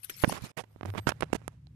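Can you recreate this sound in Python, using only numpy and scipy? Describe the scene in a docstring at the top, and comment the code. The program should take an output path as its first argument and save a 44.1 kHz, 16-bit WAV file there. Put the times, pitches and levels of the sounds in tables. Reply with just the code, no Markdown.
"""Dry leaves swish and crackle, a twig cracks and a stick gives a hollow tock, as a hand-held camera moves by.
Fingers rub and knock at the right microphone port, before and after a brief dropout.
A low hum and a thin whine, probably the lens drive, swell near 0.9 s over rumble and still air.
Leaves and rubs are coloured random grains; knocks and bumps are pressure pulses; wood, case and
snaps are decaying sine modes; hum and whine are gliding sines; rumble and air are shaped noise."""
import sys
import numpy as np
from scipy import signal
from scipy.fft import rfft, irfft
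from scipy.io import wavfile
from scipy.ndimage import uniform_filter1d

SR = 44100
rng = np.random.default_rng(int(sys.argv[2]) if len(sys.argv) > 2 else 0)


def output_pcm(signal):
    """Save a mono or channel-first signal as 16-bit PCM at the path in sys.argv[1].

    Samples are clipped to [-1, 1] before scaling.
    """
    pcm = np.clip(np.atleast_2d(signal).T, -1, 1) * 32767
    wavfile.write(sys.argv[1], SR, np.round(pcm).astype(np.int16))


N = 77175
T, HZ = np.arange(N) / SR, np.fft.rfftfreq(N, 1 / SR)


def amp(db):
    """Decibels to gain."""
    return 10 ** (np.asarray(db) / 20)


def unit(x):
    """Scales to rms 1."""
    return x / np.sqrt(np.mean(x ** 2) + 1e-20)


def follow(table):
    """Interpolates each column of a curve table at every sample."""
    time_s, *columns = np.transpose(table)
    return [np.interp(T, time_s, column) for column in columns]


def coloured(x, points):
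    """Shapes the spectrum of x on a log-frequency axis; rms 1."""
    hz, db = np.transpose(points)
    gain = amp(np.interp(np.log(HZ + 1), np.log(hz), db))
    return unit(irfft(rfft(x) * gain, N))


def above(x, hz):
    """Zero-phase high-pass, gain 1/2 at hz; x minus this is the low part."""
    return irfft(rfft(x) * (1 - 1 / (1 + (HZ / hz) ** 4)), N)


def grains(per_s, spread_db):
    """Random one-sample clicks of either sign and uneven size."""
    size = amp(spread_db * np.minimum(rng.exponential(1, N), 4))
    sign = rng.choice([-1, 1], N)
    present = rng.random(N) < per_s / SR
    return size * sign * present


def patchy(x, patch_db):
    """The colour of a rough contact shifts: smoothed random gains over time and frequency."""
    spectrum = signal.stft(x, nperseg=256)[2]
    patches = rng.standard_normal(spectrum.shape)
    patches = uniform_filter1d(patches, size=3, axis=0)  # across frequency
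    patches = uniform_filter1d(patches, size=6, axis=1)  # across time
    gain = amp(patch_db * unit(patches))
    return unit(signal.istft(spectrum * gain, nperseg=256)[1][:N])


def ring(start_s, modes):
    """Sine modes struck at one moment, each decaying 60 dB in its t60."""
    t = np.maximum(T - start_s, 0)
    return sum(amp(db - 60 * t / t60_s) * np.sin(2 * np.pi * hz * t) for hz, db, t60_s in modes)


# still air spectrum: (frequency [Hz], relative density [dB per Hz])
AIR_COLOUR = [(30, 8.5), (200, 5.5), (500, -4.5), (2000, -6.5), (13000, -20)]
AIR_DB = -76.5


def still_air():
    """Still air of the wood: steady shaped noise, independent at each port."""
    return amp(AIR_DB) * np.array([coloured(rng.standard_normal(N), AIR_COLOUR) for _ in range(2)])


# rumble envelope: (time [s], level [dB])
RUMBLE_LEVEL = [(0, -74), (.3, -51), (.6, -69.5), (1.1, -48.5), (1.45, -54), (1.6, -56.5), (1.75, -50.5)]
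# rumble spectrum: (frequency [Hz], relative density [dB per Hz])
RUMBLE_SPECTRUM = [(45, -21.5), (73, 6), (95, -3.5), (150, 3.5), (190, -9.5), (260, -13.5), (1000, -63.5)]


def rumble():
    """Narrow low-frequency noise of changing level."""
    level_db, = follow(RUMBLE_LEVEL)
    return amp(level_db) * coloured(rng.standard_normal(N), RUMBLE_SPECTRUM)


# hum glide: (time [s], frequency [Hz], level [dB])
HUM_GLIDE = [(.56, 109.8, -66.5), (.82, 102.7, -56), (.855, 88.9, -44), (.89, 98.8, -35.5),
             (.925, 100.2, -36.5), (.96, 96, -53), (1.0, 102.4, -37.5), (1.06, 108.3, -59),
             (1.3, 112.6, -53.5), (1.75, 115.2, -61)]


def hum():
    """One gliding sine near 100 Hz."""
    hz, level_db = follow(HUM_GLIDE)
    return amp(level_db) * unit(np.sin(2 * np.pi * np.cumsum(hz) / SR))


# whine glide: (time [s], top line frequency [Hz], level [dB])
WHINE_GLIDE = [(.68, 12250, -82), (.725, 12900, -67), (.815, 12600, -86), (.85, 13100, -64.5),
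               (.925, 13030, -58), (.98, 12270, -61), (1.09, 12530, -58.5), (1.24, 12330, -104)]
# whine lines, top line first: (relative level [dB])
LINE_LEVELS = [-3.5, -10.5, -17]
WHINE_SPACING_HZ, WHINE_WOBBLE_RMS_HZ = 3850, 20
FLUTTER_BAND_HZ, FLUTTER_RMS = 160, 0.55


def whine():
    """Three thin sines glide and waver together; low-passed noise roughens each one's amplitude."""
    hz, level_db = follow(WHINE_GLIDE)
    wobble = unit(uniform_filter1d(rng.standard_normal(N), size=150))
    hz = hz + WHINE_WOBBLE_RMS_HZ * wobble
    out = np.zeros(N)
    for k, line_db in enumerate(LINE_LEVELS):
        noise = rng.standard_normal(N)
        flutter = 1 + FLUTTER_RMS * unit(noise - above(noise, FLUTTER_BAND_HZ))
        phase = 2 * np.pi * np.cumsum(hz - k * WHINE_SPACING_HZ) / SR
        out += amp(line_db) * unit(flutter * np.sin(phase))
    return amp(level_db) * out


# twig modes: (frequency [Hz], relative level [dB], t60 [s])
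TWIG_MODES = [(378, -4, 0.033), (1460, 2.5, 0.018), (1890, 1, 0.014), (2595, -10, 0.042)]
# stick modes: (frequency [Hz], relative level [dB], t60 [s])
STICK_MODES = [(824, 4, 0.012), (990, -10, 0.0052), (2760, -16, 0.016), (4440, -11.5, 0.018),
               (5730, -11, 0.02)]
TWIG_S, TWIG_DB = 0.097, -36.5
STICK_S, STICK_DB = 0.2953, -20
WOOD_RISE_S = 0.0014


def wood():
    """A twig cracks, then a thicker stick tocks: struck modes with a short rise."""
    out = np.zeros(N)
    for start_s, db, modes in [(TWIG_S, TWIG_DB, TWIG_MODES), (STICK_S, STICK_DB, STICK_MODES)]:
        rise = np.clip((T - start_s) / WOOD_RISE_S, 0, 1)
        out += amp(db) * rise * ring(start_s, modes)
    return out


# leaf spectrum, left port: (frequency [Hz], relative density [dB per Hz])
LEAF_COLOUR_LEFT = [(60, 3.5), (750, -9), (2000, 3.5), (7000, -2.5), (10000, 1.5), (12000, 5.5),
                    (13500, -5.5)]
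# leaf spectrum, right port: (frequency [Hz], relative density [dB per Hz])
LEAF_COLOUR_RIGHT = [(60, 5), (1000, -0.5), (2000, 0.5), (5500, 7), (8000, -3.5), (10000, -6), (13500, -23)]
# leaf swish: (time [s], level [dB], sizzle gain [dB])
LEAF_SWISH = [(0, -65.5, 7.5), (.09, -56.5, -5), (.11, -52, -7), (.18, -49.5, 2), (.225, -39.5, 8.5),
              (.265, -50.5, -5.5), (.295, -36.5, 5.5), (.33, -42, -14.5), (.37, -48.5, -5), (.4, -58, -22),
              (.45, -44.5, -16), (.51, -58.5, -8), (.56, -100, -27)]
# leaf crackles: (time [s], level [dB], decay constant [s], sizzle gain [dB], right port gain [dB])
LEAF_CRACKLES = [(0.031, -50.5, 0.016, 9.5, -7.5), (.044, -46, 0.0054, 17.5, -12),
                 (0.096, -30, 0.0079, -2.5, -5), (0.409, -51, 0.0028, -11, 0), (0.42, -49, 0.0043, 9.5, -7)]
LEAF_GRAINS_PER_S, LEAF_GRAIN_SPREAD_DB, LEAF_PATCH_RMS_DB = 5000, 4, 6
SIZZLE_ABOVE_HZ, SWISH_RIGHT_DB, CRACKLE_RISE_S = 9000, -7.5, 0.00049


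def leaves(colour, right):
    """Fine dry grains at one port: a swish and a few fast-dying crackles."""
    fizz = coloured(grains(LEAF_GRAINS_PER_S, LEAF_GRAIN_SPREAD_DB), colour)
    fizz = patchy(fizz, LEAF_PATCH_RMS_DB)
    sizzle = above(fizz, SIZZLE_ABOVE_HZ)
    level_db, sizzle_db = follow(LEAF_SWISH)
    out = amp(level_db + right * SWISH_RIGHT_DB) * (fizz + (amp(sizzle_db) - 1) * sizzle)
    for start_s, level_db, decay_s, sizzle_db, right_db in LEAF_CRACKLES:
        t = np.maximum(T - start_s, 0)
        envelope = np.minimum(t / CRACKLE_RISE_S, 1) * np.exp(-t / decay_s)
        grit = fizz + (amp(sizzle_db) - 1) * sizzle
        out += amp(level_db + right * right_db) * envelope * grit
    return out


# rub spectrum: (frequency [Hz], relative density [dB per Hz])
RUB_SPECTRUM = [(35, -28.5), (120, 11), (400, 2), (1000, 0), (2800, -9), (4500, -16), (8000, -18.5),
                (12000, -24), (14000, -43.5)]
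# creep of the resting fingers: (time [s], level [dB])
FINGER_CREEP = [(.2, -80), (.4, -51), (.5, -52.5), (.66, -69), (.93, -59), (1.14, -58), (1.3, -58),
                (1.53, -62.5), (1.61, -81.5)]
# finger strokes: (start [s], length [s], level [dB], bass gain [dB], treble gain [dB])
RUB_STROKES = [(0.218, 0.052, -47, -9.5, -12), (0.234, 0.02, -29, 9, -11), (0.253, 0.093, -50, 13, -10),
               (0.321, 0.0096, -29.5, -5, 5.5), (0.331, 0.065, -35, -4, -2), (0.436, 0.041, -47, 0, 12),
               (0.568, 0.049, -31.5, -10, 1.5), (0.609, 0.018, -56, 5, 13),
               (0.637, 0.0093, -45.5, 0.5, -6.5), (0.856, 0.0072, -39.5, 9.5, 5.5),
               (0.86, 0.052, -44.5, 6, -7), (0.943, 0.046, -44, 1.5, -7), (0.973, 0.029, -29.5, -3, -4.5),
               (1.067, 0.03, -22, -5, -2.5), (1.09, 0.0087, -20, -30.5, 8), (1.096, 0.016, -30.5, 0, -3),
               (1.117, 0.0088, -31, -14.5, -17), (1.206, 0.0071, -34.5, -1.5, 10),
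               (1.218, 0.028, -36.5, 2, -5.5), (1.329, 0.0089, -31, 4.5, 10.5), (1.344, 0.024, -29, 1.5, 1)]
SLIPS_PER_S, SLIP_SPREAD_DB, RUB_PATCH_RMS_DB = 7000, 3.5, 2.5
BASS_BELOW_HZ, TREBLE_ABOVE_HZ = 540, 4500
RUB_RISE, RUB_FALL = 0.15, 0.36  # fractions of stroke length


def rubs():
    """Skin sticks and slips on the case: dense dull grains in short strokes over a faint creep."""
    grit = coloured(grains(SLIPS_PER_S, SLIP_SPREAD_DB), RUB_SPECTRUM)
    grit = patchy(grit, RUB_PATCH_RMS_DB)
    treble = above(grit, TREBLE_ABOVE_HZ)
    bass = grit - above(grit, BASS_BELOW_HZ)
    body = grit - bass - treble
    creep_db, = follow(FINGER_CREEP)
    out = grit * amp(creep_db)
    for start_s, length_s, db, bass_db, treble_db in RUB_STROKES:
        u = (T - start_s) / length_s
        stroke = np.clip(np.minimum(u / RUB_RISE, (1 - u) / RUB_FALL), 0, 1)
        out += amp(db) * stroke * (body + amp(bass_db) * bass + amp(treble_db) * treble)
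    return out


# hand bumps: (time [s], peak level [dB], width [ms])
HAND_BUMPS = [(0.2796, -15, 1.91), (0.4249, -29.5, 2.9), (0.441, -25.5, 2.1)]


def bumps():
    """Soft slow dents of pressure with a rebound either side."""
    out = np.zeros(N)
    for peak_s, db, width_ms in HAND_BUMPS:
        u = ((T - peak_s) * 1000 / width_ms) ** 2
        out -= amp(db) * (1 - 2 * u) * np.exp(-u)
    return out


# dry snaps: (time [s], level [dB], frequency [Hz], t60 [s])
DRY_SNAPS = [(1.4799, -15, 9200, 0.00067), (1.6698, -43.5, 4110, 0.0051), (1.67, -50.5, 756, 0.013)]


def snaps():
    """Tiny dry ticks, each one fast-decaying mode."""
    return sum(ring(start_s, [(hz, db, t60_s)]) for start_s, db, hz, t60_s in DRY_SNAPS)


# case rings, pitch set by where it is touched: (time [s], level [dB], frequency [Hz])
CASE_RINGS = [(0.2363, -23.5, 2880), (0.2387, -14.5, 1010), (.2452, -12, 1500), (.2450, -15.5, 2340),
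              (1.0715, -27, 1060), (1.093, -22, 3130), (1.2079, -30, 2480), (1.2234, -26, 1410),
              (1.2299, -29.5, 2760), (1.3286, -22.5, 2715), (1.329, -37, 5469), (1.4812, -33.5, 1200)]
RING_RISE_S, RING_T60_S = 0.001, 0.012


def case_rings():
    """Short hollow rings of the camera case, one mode each."""
    out = np.zeros(N)
    for start_s, db, hz in CASE_RINGS:
        rise = np.clip((T - start_s) / RING_RISE_S, 0, 1)
        out += rise * ring(start_s, [(hz, db, RING_T60_S)])
    return out


# port knocks, before filtering: (peak time [s], peak pressure [push +, release -], half-height width [ms])
PORT_KNOCKS = [(0.2382, 0.79, .5), (.2393, 0.37, .6), (0.2403, 0.44, .36), (0.2425, -0.24, 2),
               (0.2449, 0.79, .28), (0.2457, -0.33, .33), (0.3263, .16, .37), (0.5939, 0.063, .18),
               (0.762, .024, 1.2), (.8110, 0.089, .4), (0.8315, -0.094, .5), (.8328, 0.028, 1),
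               (.8336, 0.088, 0.31), (0.8525, 0.076, .64), (0.857, -0.1, .45), (0.9027, 0.083, .08),
               (0.9393, 0.062, .6), (0.9508, 0.069, .45), (0.9567, -0.1, .63), (0.9814, -0.27, .14),
               (1.0709, -0.27, .4), (1.0716, -0.67, .5), (1.0748, -0.33, .15), (1.092, -0.47, .2),
               (1.1211, 0.17, 0.3), (1.2079, 0.1, .45), (1.2086, 0.03, .12), (1.2246, -0.46, .28),
               (1.2315, 0.38, .55), (1.303, -.015, .55), (1.3319, -0.58, .58), (1.3525, -0.21, .9),
               (1.4176, -.015, .35), (1.4799, .15, .4)]
PORT_LOW_HZ = 105.3
KNOCK_TOP_HZ, KNOCK_TOP_DB = 3700, -9


def knocks():
    """Each knock is one rounded pressure pulse, its treble dulled; the port leaks the bass away."""
    out = np.zeros(N)
    for peak_s, pressure, width_ms in PORT_KNOCKS:
        rise_s = width_ms / 2450  # half-height width is 2.45 rise times
        u = np.clip((T - peak_s) / rise_s + 1, 0, 60)
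        out += pressure * u * np.exp(1 - u)
    out = out - (1 - amp(KNOCK_TOP_DB)) * above(out, KNOCK_TOP_HZ)
    return signal.lfilter(*signal.butter(1, PORT_LOW_HZ, "high", fs=SR), out)


TOUCH_LEAK_DB = -37  # touch at the left port, relative to the right


def scene():
    """Touches land on the right port and leak left; whine is left only; the rest reaches both."""
    shared = rumble() + hum() + wood()
    touch = rubs() + bumps() + snaps() + case_rings() + knocks()
    left = leaves(LEAF_COLOUR_LEFT, False) + whine() + amp(TOUCH_LEAK_DB) * touch
    right = leaves(LEAF_COLOUR_RIGHT, True) + touch
    return still_air() + shared + np.array([left, right])


# dropout: (start [s], end [s])
DROPOUT_SPAN = (.517, .567)
DROPOUT_FADE_S, DROPOUT_DB = 0.0015, -28
BAND_EDGE_HZ = 13500


def record(dry):
    """The level drops briefly on both channels, then a linear-phase low-pass limits the band."""
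    start_s, end_s = DROPOUT_SPAN
    shut = np.clip(np.minimum(T - start_s, end_s - T) / DROPOUT_FADE_S, 0, 1)
    low_pass = signal.firwin(255, BAND_EDGE_HZ, window=("kaiser", 8), fs=SR)
    return signal.oaconvolve(dry * amp(DROPOUT_DB * shut), low_pass[None], "same")


dry = scene()
out = record(dry)
output_pcm(out)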